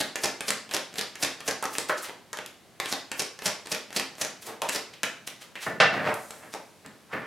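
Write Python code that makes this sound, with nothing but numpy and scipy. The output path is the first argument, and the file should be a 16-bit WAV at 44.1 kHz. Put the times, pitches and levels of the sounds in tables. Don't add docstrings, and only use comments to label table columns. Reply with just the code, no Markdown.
import sys
import numpy as np
from scipy import signal
from scipy.fft import rfft, irfft
from scipy.io import wavfile
from scipy.ndimage import uniform_filter1d

SR = 44100
rng = np.random.default_rng(int(sys.argv[2]) if len(sys.argv) > 2 else 0)


def generate_wav(signal):
    frames = np.transpose(np.atleast_2d(signal))
    scaled = np.clip(frames, -1, 1) * 32767
    pcm = np.round(scaled).astype(np.int16)
    wavfile.write(sys.argv[1], SR, pcm)


N = 320166

TAPS = 4096
HZ = np.maximum(np.fft.rfftfreq(TAPS, 1 / SR), 1)

# frequency in Hz, relative level in dB.
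WOOD_COLOUR = [(60, -26), (200, -15), (400, -6.5), (660, 0.5), (860, -4.5), (1500, -0.5), (1900, 0.5),
               (2700, -4), (3500, -7), (5200, -7.5), (7500, -11.5), (10000, -11), (16000, -38)]
# frequency in Hz, relative level in dB.
BOOM_COLOUR = [(30, -37), (60, -23), (90, -9.5), (120, 0), (190, -0.5), (300, -4), (500, -5), (1000, -22),
               (4000, -38)]

CLICK_S, SNAP_S = 0.0021, 0.0033


def amp(db):
    return 10 ** (np.asarray(db) / 20)


def read(points, hz):
    f, value = np.transpose(points)
    return np.interp(np.log(hz + 1), np.log(f), value)


def unit(x):
    return x / np.sqrt(np.sum(x ** 2) + 1e-20)


def seconds(length):
    return np.arange(int(length * SR) + 2) / SR


def add(mix, s, sound):
    start = round(s * SR)
    sound = sound[max(-start, 0):]
    part = mix[max(start, 0):][:len(sound)]
    part += sound[:len(part)]


def colour(x, db):
    log_gain = np.log(amp(np.maximum(db - db.max(), -90)))
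    circle = np.concatenate([log_gain, log_gain[-2:0:-1]])
    response = np.exp(np.conj(signal.hilbert(circle)))[:len(HZ)]
    return signal.fftconvolve(x, irfft(response))


def contacts(envelope, db, per_s, spread_db):
    count = len(envelope)
    hits = rng.random(count) < per_s / SR
    hits[0] = True
    sizes = rng.choice([-1, 1], count) * amp(spread_db * np.minimum(rng.exponential(1, count), 3))
    train = hits * sizes * envelope
    power = uniform_filter1d(abs(rfft(unit(train), 8 * TAPS)) ** 2, size=120)[::8]
    evened_db = db - 10 * np.log10(power + .6)
    return unit(colour(train, evened_db)) * np.linalg.norm(envelope)


def tilted(points, tilt_db, pivot_hz=3000):
    return read(points, HZ) + tilt_db * np.log2(np.maximum(HZ, 800) / pivot_hz)


def resonance_db(hz, width, peak_db):
    detuning = (HZ ** 2 - hz ** 2) / (HZ * width)
    return 10 * np.log10(1 + amp(peak_db) ** 2 / (1 + detuning ** 2))


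def ringing(modes, t):
    out = np.zeros(len(t))
    for hz, db, t60 in modes:
        out += amp(db - 60 * t / t60) * np.sin(2 * np.pi * (hz * t + rng.random()))
    return out


def pair(z, hz):
    # frequency in Hz, correlation from -1 to 1.
    likeness = [(60, 0.11), (200, 0.68), (700, 0.91), (1400, 0.91), (3000, 0.84), (7000, 0.63),
                (15000, 0.49)]
    same = np.clip(read(likeness, hz), -1, 1)[:, None]
    mid, side = np.sqrt((1 + same) / 2) * z[0], np.sqrt((1 - same) / 2) * z[1]
    return np.array([mid + side, mid - side])


def hush(level_db=-56):
    # frequency in Hz, relative level in dB.
    hush_colour = [(20, -27.5), (55, -17), (85, -3.5), (180, 1), (300, -2), (700, -6), (1200, -10.5),
                   (4000, -15), (12000, -22), (16000, -31)]
    hz, _, z = signal.stft(rng.standard_normal((2, N)), SR, nperseg=2048)
    shaped = pair(z, hz) * amp(read(hush_colour, hz))[:, None]
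    x = signal.istft(shaped, SR, nperseg=2048)[1][:, :N]
    return amp(level_db) * x / x.std()


def snap(db, tilt_db, length, peak_width_hz=900, peak_db=8, span=0.0024):
    # frequency in Hz, relative level in dB.
    snap_colour = [(80, -7.5), (300, 3), (1000, 1.5), (1700, 2.5), (3200, 0), (5200, 1), (8000, 0),
                   (11500, -2.5), (14000, -12.5), (16000, -28)]
    peak_hz = np.exp(rng.uniform(np.log(2500), np.log(9000)))
    shape = tilted(snap_colour, tilt_db) + resonance_db(peak_hz, peak_width_hz, peak_db)
    burst = unit(contacts(np.exp(-seconds(0.0048) / length), shape, 7000, 1.9))
    return amp(db) * np.sqrt(span * SR) * burst


def clap(db, hollows_hz, decay, hollow_q=4.5):
    # frequency in Hz, relative level in dB.
    deck_colour = [(50, -38), (150, -8.5), (400, -5), (1500, -9.5), (4000, -16), (10000, -21), (16000, -31)]
    lower_hz, upper_hz = hollows_hz
    lower = resonance_db(lower_hz, lower_hz / hollow_q, 15)
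    upper = resonance_db(upper_hz, upper_hz / hollow_q, 16.5)
    shape = read(deck_colour, HZ) + np.maximum(lower, upper)
    return amp(db) * contacts(np.exp(-seconds(0.18) / decay), shape, 3000, 2.3)


def landing(s, db, edge_hz, palm_db, swish_db=-12, swish_rise=0.014, edge_width_hz=1100, edge_db=6,
            rattle_s=.0135, rattle_tilt_db=-1.1, rattle_fall=0.00078, palm_delay=0.0076, palm_fall=0.013,
            hollow_width_hz=120, hollow_db=1, settle_db=-13, settle_fall=0.008):
    # frequency in Hz, relative level in dB.
    rattle_colour = [(70, -9.5), (140, -3.5), (400, 2), (1200, -7), (2600, 2), (3600, 1), (5300, 1),
                     (7500, 1.5), (11000, -1), (13500, -10), (16000, -25)]
    # frequency in Hz, relative level in dB.
    palm_colour = [(40, -16), (80, -20.5), (135, -1.5), (210, -1.5), (450, -1.5), (780, -1), (1200, -6),
                   (1700, 0), (2700, -10), (4500, -55), (12000, -30.5)]
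    # frequency in Hz, relative level in dB.
    swish_colour = [(150, -7.5), (600, 9), (1500, 3.5), (4000, 1.5), (9000, 2), (13000, 1), (16000, -14)]
    lead, t = seconds(0.076), seconds(0.05)
    edges = tilted(rattle_colour, rattle_tilt_db) + resonance_db(edge_hz, edge_width_hz, edge_db)
    palm_hollow_hz = rng.uniform(385, 580)
    palm = read(palm_colour, HZ) + resonance_db(palm_hollow_hz, hollow_width_hz, hollow_db)
    swish = np.exp((lead - lead[-1]) / swish_rise)
    rattle = np.minimum(t / .0025, 1) * np.exp(-np.maximum(t - rattle_s, 0) / rattle_fall)
    push = np.minimum(t / palm_delay, 1) * np.exp(-np.maximum(t - palm_delay, 0) / palm_fall)
    settle = np.exp(-t / settle_fall)
    return [(s - lead[-1], amp(db + swish_db) * contacts(swish, read(swish_colour, HZ), 9000, 2.7)),
            (s, amp(db) * contacts(rattle, edges, 2800, 2.0)),
            (s + rattle_s, amp(db + settle_db) * contacts(settle, edges, 570, 1.5)),
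            (s, amp(palm_db) * contacts(push, palm, 2500, 2.7))]


def shuffle(tick_db=-41, tick_spread_db=2.5, tick_tilt_db=-3, tick_lead_s=.065, count=2):
    # packet landing in seconds, level in dB, edge resonance in Hz, push into
    # the palm in dB, lead of the lift in seconds, lift in dB, delay of the stop in seconds, stop in dB.
    strokes = [(.001, -25.5, 4100, -28.5, .08, -30, 0.011, -37),
               (.234, -24, 5400, -27.5, .077, -24.5, 0.023, -22),
               (0.48, -25.5, 4740, -34.5, 0.073, -26.5, 0.025, -17.5),
               (0.736, -25, 5440, -28.5, .024, -30.5, 0.03, -23.5),
               (0.981, -27.5, 3870, -37, 0.024, -35.5, 0.031, -23.5),
               (1.224, -23, 5300, -30.5, 0.069, -36, 0.024, -22),
               (1.476, -26, 6000, -27, 0.071, -34, 0.034, -26),
               (2.912, -33.5, 5730, -40.5, .054, -28.5, 0.014, -20.5),
               (3.193, -25, 5430, -33.5, 0.077, -27, 0.028, -28),
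               (3.456, -22.5, 5400, -29, .066, -37, .023, -24.5),
               (3.715, -26, 5340, -33.5, 0.044, -37, 0.033, -26.5),
               (3.961, -24, 4760, -34.5, 0.033, -37, 0.036, -22),
               (4.210, -25.5, 6000, -34, .023, -53, 0.038, -25),
               (4.745, -30.5, 5560, -34, 0.056, -24, 0.015, -23)]
    out = np.zeros(N)
    for s, db, edge_hz, palm_db, lead, lift_db, delay, stop_db in strokes:
        add(out, s - lead, snap(lift_db, -1.5, SNAP_S))
        add(out, s - lead, clap(lift_db - 4, (1730, 2620), .007))
        for _ in range(count):
            at = s - tick_lead_s * rng.random()
            level_db = tick_db + tick_spread_db * rng.standard_normal()
            add(out, at, snap(level_db, tick_tilt_db, CLICK_S))
        for at, sound in landing(s, db, edge_hz, palm_db):
            add(out, at, sound)
        add(out, s + delay, snap(stop_db, -1.3, 0.003))
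    return out


def handling():
    # start in seconds, level in dB, lower and upper hollow pitch in Hz,
    # decay time in seconds, edge snap in dB.
    knocks = [(1.626, -24.5, 820, 1290, .011, -30.5), (1.895, -20, 1210, 1630, .011, -36),
              (2.087, -41.5, 398, 900, 0.0088, -40), (2.3308, -32.5, 975, 1780, 0.0085, -29.5),
              (2.372, -33.5, 690, 1430, 0.0039, -34), (2.8001, -22.5, 1000, 2100, 0.0042, -24.5),
              (4.6186, -28, 610, 930, 0.03, -24), (5.0325, -23, 1750, 2620, 0.01, -21.5),
              (5.555, -35.5, 1920, 2680, 0.017, -45), (6.548, -30, 580, 794, 0.0051, -51)]
    # start in seconds, level in dB, treble tilt in
    # dB per octave.
    clicks = [(1.64, -30, 4), (1.6545, -25, -3), (1.753, -29.5, -3.5), (1.7837, -19, -1),
              (2.096, -34, -6.5), (2.388, -28.5, -5), (2.4618, -34, 2.5), (2.936, -27, -3.5),
              (4.694, -23, 0), (5.0381, -25, -3.5), (5.276, -29.5, 0), (6.1414, -32.5, 10),
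              (6.307, -33, -1.5), (6.539, -30.5, -3.5), (6.862, -40, -2.5)]
    out = np.zeros(N)
    for s, db, lower_hz, upper_hz, decay, snap_db in knocks:
        add(out, s, snap(snap_db, 0, SNAP_S))
        add(out, s, clap(db, (lower_hz, upper_hz), decay))
    for s, db, tilt_db in clicks:
        add(out, s, snap(db, tilt_db, CLICK_S))
    return out


def slides(skirt_db=9, swell_share=0.34):
    # peak in seconds, rise and fall times together in seconds, level in dB,
    # centre in Hz, width in octaves.
    rubs = [(1.739, 0.059, -39.5, 8950, 6.4), (1.801, 0.024, -38, 4130, 1.7), (1.889, .007, -34, 4000, 2.5),
            (1.90, .014, -26.5, 574, .7), (1.982, 0.023, -37, 5100, 1.3), (2.031, 0.024, -37.5, 9900, 1.3),
            (2.047, .03, -37.5, 2080, 2), (2.856, 0.055, -39.5, 1800, 2), (2.894, 0.05, -38.5, 6540, 1),
            (4.426, 0.018, -41.5, 3930, 5.6), (4.469, .035, -40, 7450, 2.5),
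            (4.486, 0.047, -38.5, 480, 1.77), (4.732, 0.037, -33.5, 4700, 2.1),
            (4.939, .012, -42.5, 2770, 1.16), (5.274, 0.0084, -33, 6470, 1.9),
            (5.42, 0.027, -43.5, 1980, 2.8), (5.629, 0.052, -37, 2500, 2.5), (6.089, 0.05, -30, 650, 1.05),
            (6.219, 0.4, -52.5, 8700, 1.1), (6.534, 0.019, -42, 3480, 2.2),
            (7.13, 0.044, -39.5, 1160, 0.98)]
    out = np.zeros(N)
    for s, length, db, hz, octaves in rubs:
        rise, fall = length * swell_share, length * (1 - swell_share)
        t = seconds(4 * length) - 4 * rise
        band_db = -skirt_db * np.log2(1 + (np.log2(HZ / hz) / octaves) ** 2)
        shape = band_db - 10 * np.log10(1 + (HZ / 12500) ** 10)
        swell = np.exp(np.minimum(t / rise, -t / fall))
        add(out, s + t[0], amp(db) * contacts(swell, shape, 5000, 2.3))
    return out


def table(ring_db=-3, steepness=2.8, boom_fall=0.059):
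    # start in seconds, level in dB, softness cut-off in Hz,
    # rise time in seconds, decay time in seconds, boom in dB.
    blows = [(5.663, -26, 1780, 0.0039, 0.0081, -37), (5.8, -12.5, 4470, 0.00302, 0.019, -35),
             (6.846, -46.5, 2380, 0.0027, 0.018, -50.5), (7.126, -27.5, 2250, 0.009, 0.0045, -38)]
    # frequency in Hz, relative level in dB, t60 in seconds.
    top_modes = [(132.3, -2, 0.25), (185.3, -9, 1), (269, -17.5, 0.42), (432, -37, 0.87), (629, -12.5, .45),
                 (672, 6, 0.2), (831, -5.5, 0.29), (1166, -6.5, 0.14), (1457, 6, 0.3), (1505, 2, 0.27),
                 (1773, 12, 0.19), (1890, 3.5, 0.14), (2224, -11, 0.19), (2730, 5, 0.3)]
    out = np.zeros(N)
    t = seconds(0.11)
    top = ringing(top_modes, seconds(.6))
    for s, db, soft_hz, rise, decay, boom_db in blows:
        press, after = np.minimum(t / rise, 1), np.maximum(t - rise, 0)
        soft_db = -10 * np.log10(1 + (HZ / soft_hz) ** (2 * steepness))
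        blow = amp(db) * contacts(press * np.exp(-after / decay), read(WOOD_COLOUR, HZ) + soft_db, 8000, 1.0)
        add(out, s, blow)
        ring = amp(ring_db) * np.linalg.norm(blow) * unit(colour(top, soft_db))
        add(out, s + rise / 2, ring)
        boom = contacts(press * np.exp(-after / boom_fall), read(BOOM_COLOUR, HZ), 2000, 4.6)
        add(out, s, amp(boom_db) * boom)
    return out


def drags(level_db=-3, soft_hz=1880, steepness=1.88, grains_per_s=800, spread_db=3.5, boom_db=-7):
    # time in seconds, relative level in dB.
    pulls = [
        [(5.93, -26), (5.968, -31), (6.026, -34.5), (6.072, -25), (6.3, -88), (6.304, -51), (6.422, -55.5),
         (6.43, -45), (6.5, -58)],
        [(7.15, -41), (7.176, -42), (7.254, -46), (7.26, -34)],
    ]
    out = np.zeros(N)
    wood = read(WOOD_COLOUR, HZ) - 10 * np.log10(1 + (HZ / soft_hz) ** (2 * steepness))
    for curve in pulls:
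        at, db = np.transpose(curve)
        t = at[0] + seconds(at[-1] - at[0])
        effort = amp(level_db + np.interp(t, at, db))
        add(out, at[0], contacts(effort, wood, grains_per_s, spread_db))
        add(out, at[0], amp(boom_db) * contacts(effort, read(BOOM_COLOUR, HZ), 2000, 1.2))
    return out


def reflections(t):
    # frequency in Hz, t60 in seconds.
    decay_times = [(100, 0.16), (260, 0.46), (700, 0.46), (1840, 0.41), (4850, 0.42), (9000, 0.35),
                   (15000, 0.2)]
    # frequency in Hz, level against the direct sound in dB.
    echo_levels = [(40, -29), (120, -4), (500, 1), (2000, 2), (5000, -1.5), (9000, -5.5), (15000, -2)]
    hz, at, z = signal.stft(rng.standard_normal((2, len(t))), SR, nperseg=256)
    t60 = read(decay_times, hz)[:, None]
    decay = amp(read(echo_levels, hz)[:, None] - 60 * at / t60)
    energy_scale = np.sqrt(2 * np.log(1000) / (t60 * SR))
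    z = pair(z, hz) * decay * energy_scale
    return signal.istft(z, SR, nperseg=256)[1][:, :len(t)]


def room(x, gap=.004, hop=.014, count=7):
    # frequency in Hz, level in dB, t60 in seconds.
    standing_waves = [(128.2, -63, 0.52), (183.2, -57.5, 0.2), (215, -58, 0.48), (267.7, -55, 0.45),
                      (449, -50, 0.29), (607, -49.5, 0.27), (774, -49.5, 0.27), (1530, -99, 0.19)]
    t = np.arange(8 * TAPS) / SR
    wet = signal.oaconvolve(x, ringing(standing_waves, t))[None, :N]
    for place in range(count):
        turn = (np.arange(N) / (hop * SR) + place) % count
        share = np.sin(np.pi / 2 * turn) * (turn < 2)
        wet = wet + signal.oaconvolve((x * share)[None], reflections(t), axes=1)[:, :N]
    return x + np.pad(wet, ((0, 0), (round(gap * SR), 0)))[:, :N]


def scene():
    hands = room(shuffle() + handling() + slides() + table() + drags())
    return hands * amp([[-.15], [.15]]) + hush()


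def record(dry, low_cut_hz=40, edge_hz=16200):
    thin = signal.sosfilt(signal.butter(2, low_cut_hz, "highpass", fs=SR, output="sos"), dry)
    treble_cut = signal.firwin(511, edge_hz, window=("kaiser", 9), fs=SR)
    return signal.oaconvolve(thin, treble_cut[None], "same")


dry = scene()
out = record(dry)
generate_wav(out)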